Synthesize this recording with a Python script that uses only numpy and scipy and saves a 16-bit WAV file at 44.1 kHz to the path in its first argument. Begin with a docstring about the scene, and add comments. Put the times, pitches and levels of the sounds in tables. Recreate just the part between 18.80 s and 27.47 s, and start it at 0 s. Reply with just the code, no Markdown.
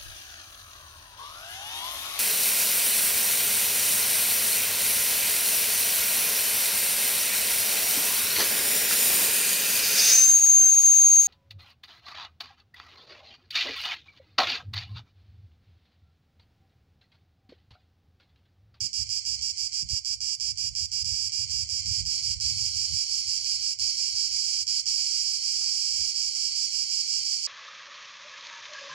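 """Cicadas above a summer valley

Close on the right, a cicada in a pine snaps its tymbals in quick rasping syllables that ring its body.
A neighbour joins with a longer buzz, over the hiss of a far chorus. Light wind and soft bumps
touch the microphone, and faint knocks and bird notes rise from below."""
import sys
import numpy as np
from scipy import signal
from scipy.fft import rfft, irfft
from scipy.io import wavfile
from scipy.ndimage import uniform_filter1d

SR = 44100
rng = np.random.default_rng(int(sys.argv[2]) if len(sys.argv) > 2 else 0)


def store_wav(level_fs):
    """Save 16-bit WAV to argv[1]."""
    pcm = np.round(np.clip(np.atleast_2d(level_fs), -1, 1) * 32767)
    wavfile.write(sys.argv[1], SR, pcm.T.astype(np.int16))


N = 382347
TIME = np.arange(N) / SR

# body resonances of the neighbour and the far singers: (frequency [Hz], width [Hz], relative level [dB])
CICADA_BODY = [(2323, 249, -17.5), (3060, 385, -20), (4412, 297, -4.5), (4737, 284, 1), (5356, 520, -1),
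               (5890, 1000, -11), (6970, 970, -10), (8590, 1470, -20.5), (10700, 1000, -41.5),
               (12530, 590, -36)]


def near_cicada():
    """The closest cicada rasps at one level, in runs of evenly paced syllables."""
    # runs of song: (start [s], end [s], syllables [count])
    runs = [(-.030, .876, 6), (.930, 1.349, 3), (1.405, 1.552, 1), (1.599, 1.891, 2), (1.951, 2.226, 2),
            (2.245, 2.487, 1), (2.520, 2.647, 1), (2.696, 2.837, 1), (2.890, 3.007, 1), (3.058, 3.211, 1),
            (3.252, 4.935, 10), (4.988, 5.478, 3), (5.518, 5.833, 1), (5.869, 6.010, 1), (6.057, 6.577, 1),
            (6.625, 7.312, 1), (7.352, 7.690, 2), (7.745, 8.750, 6)]
    # body resonances: (frequency [Hz], width [Hz], relative level [dB])
    body = [(2388, 258, -23), (2841, 76, -20.5), (3163, 480, -27), (4787, 314, -3), (4937, 250, -2),
            (5410, 333, -2), (5975, 850, -11), (7123, 242, -6.5), (7778, 200, -10.5), (8480, 370, -25),
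            (9150, 150, -24.5), (10627, 570, -25.5), (12800, 100, -31.5)]
    rest_s = .057
    syllables = []
    for start, end, count in runs:
        edges = np.linspace(start, end + rest_s, round(count) + 1)
        syllables += zip(edges[:-1], edges[1:] - rest_s)
    snaps = tymbals(syllables, pulse_hz=222, limp=.025, jitter=.012,
                    rough_db=.6, first_db=-1.2, settle_s=.02)
    song = ring_body(snaps, body, crackle_db=-12, sac_hz=4600, sac_width_hz=600)
    return from_db(-27) * tree(song, needles_db=-4, grove_db=-9.5)


def neighbour_cicada():
    """A second cicada in the same tree holds longer, grittier buzzes, each with an accented attack."""
    # buzzes: (start [s], end [s])
    buzzes = [(3.30, 3.540), (3.610, 4.932), (4.995, 5.830), (5.878, 6.014), (6.068, 8.68)]
    # it warms up, then tires a little: (time [s], relative level [dB])
    effort = [(3.3, -36.5), (3.65, -33), (4.1, -32.5), (6.2, -32.5), (8.67, -33)]
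    snaps = tymbals(buzzes, pulse_hz=212.9, limp=.04, jitter=.05, rough_db=-1, first_db=3, settle_s=.12)
    song = ring_body(snaps, CICADA_BODY, crackle_db=-2, sac_hz=4510, sac_width_hz=1250)
    return tree(from_db(envelope(effort) + 2.5) * song, needles_db=1, grove_db=-9)


def tymbals(syllables, pulse_hz, limp, jitter, rough_db, first_db, settle_s):
    """Two tymbals snap in turn, slightly lopsided; their strength settles, then tapers at the end."""
    taper_db, taper_s = -4, .0078
    snaps = np.zeros(N)
    for start, end in syllables:
        k = np.arange(int((end - start) * pulse_hz) + 3)
        timing, strength = rng.standard_normal((len(k), 2)).T
        pace_hz = pulse_hz * (1 + .01 * rng.standard_normal())
        gaps = (1 + limp * (-1) ** k + jitter * timing) / pace_hz
        gaps[0] *= 1.65  # the first snap stands alone
        times = start + np.cumsum(gaps) - gaps
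        attack_db = first_db * np.exp(-(times - start) / settle_s)
        release_db = taper_db * np.exp(-abs(end - times) / taper_s)
        snap_db = rough_db * strength + attack_db + release_db
        heard = (times < end) & (times >= 0) & (times < TIME[-1])
        snaps[(times[heard] * SR).astype(int)] = from_db(snap_db[heard])
    return snaps


def ribs(snaps, gap_ms, carry):
    """Each snap buckles the ribs one after another: a dying volley of clicks (an all-pass comb)."""
    poles = np.zeros(int(gap_ms * SR / 1000) + 1)
    poles[0], poles[-1] = 1, -carry
    return signal.lfilter(poles[::-1], poles, snaps + 1e-18)


def ring_body(snaps, body, crackle_db, sac_hz, sac_width_hz):
    """Rib clicks ring the body; the air sac holds its pitch longest, so each snap glides down."""
    crackle_s = .0051
    decays = signal.lfilter([1], [1, -np.exp(-1 / (crackle_s * SR))], snaps + 1e-18)
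    crackle = decays * rng.standard_normal(N)
    volley = ribs(snaps, gap_ms=.76, carry=.6)
    drive = unit_power(volley) + from_db(crackle_db) * unit_power(crackle)
    ringing = colour(drive, resonances(body))
    radius = np.exp(-np.pi * sac_width_hz / SR)
    sac = np.array([1, -2 * radius * np.cos(2 * np.pi * sac_hz / SR), radius ** 2])
    song = unit_power(signal.lfilter(sac[::-1], sac, ringing))
    singing = uniform_filter1d(1. * (snaps != 0), size=441) > 1e-6
    return song * np.sqrt(singing.mean())  # unit power while singing


def tree(song, needles_db, grove_db):
    """The right mic port gets the song first, with branch echoes; the shaded left gets more scatter."""
    # echoes off trunk and branches at the right port: (delay [ms], gain [dB])
    branches = [(2.9, -11), (6.7, -8.5), (9.1, -26)]
    # the left port lies in the shadow of the device: (frequency [Hz], gain [dB])
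    shadow = [(2000, -4.5), (3000, -6), (4000, -9), (5000, -9.5), (6300, -12.5), (8000, -13), (12000, -7.5)]
    left_lag_samples = 11
    paths = from_db(grove_db + np.array([[3], [0]])) * scatter(t60=.19, channels=2)
    paths[0] += from_db(needles_db) * scatter(t60=.047, channels=1)[0]
    paths[0, left_lag_samples] += .9  # direct sound
    paths[1, 0] += 1
    for delay_ms, db in branches:
        paths[1, int(delay_ms * SR / 1000)] += from_db(db)
    left, right = signal.oaconvolve(song, paths, axes=1)[:, :N]
    return np.vstack([colour(left, shadow), right])


def scatter(t60, channels):
    """Countless small echoes blur into a dying tail of unit energy."""
    age = TIME[:SR // 2]
    tail = rng.standard_normal((channels, len(age))) * from_db(-60 * age / t60)
    return tail / np.linalg.norm(tail, axis=1, keepdims=True)


def far_chorus():
    """Many far singers blur into a hiss; one of them throbs through it at its own pace."""
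    # swell of the chorus: (time [s], relative level [dB])
    swell = [(0, -44), (.45, -42.5), (.85, -41.5), (1.35, -46), (2.1, -47), (2.7, -42), (3.15, -37),
             (4, -46), (6, -44), (7, -43), (8.67, -40)]
    starts = np.cumsum(rng.normal(.172, .011, size=60)) - .2
    snaps = tymbals(zip(starts, starts + .125), pulse_hz=223, limp=.036, jitter=.03,
                    rough_db=5, first_db=-11, settle_s=.037)
    song = ring_body(snaps, CICADA_BODY, crackle_db=-11, sac_hz=4700, sac_width_hz=480)
    singer = tree(song, needles_db=-4, grove_db=.5)
    lean_right = from_db([[-7], [-1]])
    hiss = noise(resonances(CICADA_BODY)) * from_db(1.9 * drift(4.6)) * lean_right
    # the air soaks up the highest treble on the way: (frequency [Hz], gain [dB])
    distance = [(2500, 2.5), (5000, -2), (8000, 4.5), (13000, -33.5)]
    return from_db(envelope(swell)) * colour(singer + hiss, distance)


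def wind():
    """Eddies rumble on each mic port; strong gusts reach higher in pitch."""
    # rumble of the breeze: (frequency [Hz], relative density [dB])
    breeze_tone = [(15, -24), (25, -28.5), (59, -1.5), (80, 2), (118, -9.5), (139, -12.5), (172, -19.5),
                   (242, -39.5), (500, -57), (650, -71), (1100, -120)]
    # rumble of a full gust: (frequency [Hz], relative density [dB])
    gust_tone = [(15, -63), (25, -44), (57, 1), (88, 1.5), (117, -3.5), (167, -16), (270, -41), (539, -59),
                 (600, -60), (780, -59), (1320, -120)]
    level_db = wind_strength()
    gust_mix = np.clip((level_db + 60) / 14, 0, 1)
    rumble = np.sqrt(1 - gust_mix) * noise(breeze_tone) + np.sqrt(gust_mix) * noise(gust_tone)
    buffeting = rumble * from_db(level_db + 3.15 * drift(30))
    low_cut = signal.butter(2, 45, "high", fs=SR, output="sos")
    lean_right = from_db([[-3.5], [4.2]])
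    return signal.sosfilt(low_cut, buffeting) * lean_right


def wind_strength():
    """Gusts swell and fall as bell curves on top of the breeze; in dB."""
    # breeze on the ports: (time [s], relative level [dB])
    breeze = [(0, -61), (.45, -54.5), (.85, -62), (1.5, -56.5), (2.1, -51.5), (2.5, -54), (3.8, -48),
              (4.35, -61), (5.8, -62), (6.4, -65.5), (8.67, -67.5)]
    # gusts that buffet the ports: (peak time [s], width [s], relative level [dB])
    gusts = [(0.036, .04, -43), (0.219, 0.037, -40), (1.049, 0.032, -41.5), (1.128, 0.025, -36),
             (1.86, 0.13, -48), (2.254, 0.16, -44), (2.612, 0.058, -44), (2.766, .04, -41.5),
             (3.073, .08, -39), (3.242, 0.074, -38), (3.492, 0.06, -44.5), (3.722, 0.16, -44),
             (3.995, 0.11, -45.5), (4.147, 0.042, -43.5), (4.48, 0.032, -52), (7.214, 0.036, -48.5)]
    power = from_db(envelope(breeze) + 1.3 * drift(11)) ** 2
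    for peak, width, db in gusts:
        power += (from_db(db) * np.exp(-2 * ((TIME - peak) / width) ** 2)) ** 2
    return 10 * np.log10(power)


def knocks_and_mic_bumps():
    """Soft low bumps on the microphone and a few faint distant knocks: noise that strikes and dies."""
    # mic bumps (all rows except 6.811 s and 6.943 s) and two distant knocks: # (time [s], level [dB], band
    # frequency [Hz], decay by 60 dB [s])
    thuds = [(0.034, -48, 181, 0.2), (0.479, -75, 620, 0.37), (1.022, -45, 196, 0.13),
             (1.85, -72.5, 446, 0.62), (6.811, -58, 1150, 0.33), (6.943, -58.5, 667, 0.29),
             (7.188, -61.5, 241, 0.4)]
    out = np.zeros((2, N))
    age = TIME[:SR // 2]
    attack = np.minimum(age / .0014, 1)
    for start, db, hz, t60 in thuds:
        band = signal.butter(4, [hz * .44, hz * 1.37], "band", fs=SR, output="sos")
        thud = unit_power(signal.sosfilt(band, rng.standard_normal((2, len(age)))))
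        at = int(start * SR)
        out[:, at:at + len(age)] += thud * from_db(db - 60 * age / t60) * attack
    return out


def far_birds():
    """A few faint notes, made hoarse by a fast waver in pitch."""
    # notes: (peak time [s], width [s], pitch [Hz], level [dB])
    notes = [(6.656, 0.084, 1660, -77), (6.66, 0.046, 820, -79), (7.47, .1, 1470, -83),
             (7.57, 0.036, 1330, -67), (8.206, .07, 1410, -78), (8.57, .08, 1100, -79)]
    out = np.zeros(N)
    for peak, width, hz, db in notes:
        span = abs(TIME - peak) < 2 * width
        pitch_hz = hz * (1 + .032 * drift(270)[span])
        swell = np.exp(-(2 * (TIME[span] - peak) / width) ** 2)
        out[span] += from_db(db) * swell * np.sin(2 * np.pi * np.cumsum(pitch_hz) / SR)
    return out


def valley_air():
    """Still air lays a soft, dark bed under everything."""
    # tone of the air: (frequency [Hz], relative density [dB])
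    air_tone = [(100, 8.5), (300, -2.5), (600, -5.5), (1000, -9), (1600, -11.5), (4000, -18), (12000, -19)]
    return from_db(-79) * noise(air_tone)


def resonances(modes):
    """Spectrum of a few rounded, steep-sided peaks."""
    hz = np.geomspace(1000, SR / 2, 400)
    power = sum(from_db(db) ** 2 / (1 + ((hz - centre) / width) ** 2 / 2) ** 6
                for centre, width, db in modes)
    return np.column_stack([hz, 10 * np.log10(power + 1e-7)])


def colour(x, spectrum):
    """Minimum-phase EQ through points of (frequency [Hz], gain [dB])."""
    size = 8192
    hz, db = np.transpose(spectrum)
    grid_hz = np.maximum(np.fft.rfftfreq(size, 1 / SR), 1)
    gain = from_db(np.interp(np.log(grid_hz), np.log(hz), db))
    cepstrum = irfft(np.log(gain))
    cepstrum[1:size // 2] *= 2
    cepstrum[size // 2 + 1:] = 0
    response = irfft(np.exp(rfft(cepstrum)))[:size // 2]
    return signal.oaconvolve(np.atleast_2d(x), response[None], axes=1)[:, :N]


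def noise(spectrum):
    """Coloured noise, unrelated in the two channels."""
    return unit_power(colour(rng.standard_normal((2, N)), spectrum))


def drift(rate_hz):
    """Smooth random wander of unit power."""
    knots = rng.standard_normal(int(rate_hz * N / SR) + 3)
    ramps = np.interp(TIME * rate_hz, np.arange(len(knots)), knots)
    return unit_power(uniform_filter1d(ramps, int(SR / rate_hz / 2) + 1))


def envelope(points):
    """Straight ramps through points of (time [s], level [dB])."""
    return np.interp(TIME, *np.transpose(points))


def from_db(db):
    """Decibels to gain."""
    return 10 ** (np.asarray(db) / 20)


def unit_power(x):
    """Scale to an RMS of one."""
    return x / np.sqrt(np.mean(x ** 2) + 1e-20)


def scene():
    """Cicadas, which radiate nothing low, over wind, mic bumps and the valley."""
    low_cut = signal.butter(8, 1750, "high", fs=SR, output="sos")
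    cicadas = signal.sosfilt(low_cut, near_cicada() + neighbour_cicada() + far_chorus())
    return cicadas + wind() + valley_air() + knocks_and_mic_bumps() + far_birds()


def record(dry):
    """The top is cut steeply; short fades keep both ends free of clicks."""
    cutoff_hz, fade_s = 14200, .004
    high_cut = signal.ellip(10, .1, 80, cutoff_hz, fs=SR, output="sos")
    fade = np.minimum(np.minimum(TIME, TIME[-1] - TIME) / fade_s, 1)
    return fade * signal.sosfilt(high_cut, dry)


dry = scene()
out = record(dry)
store_wav(out)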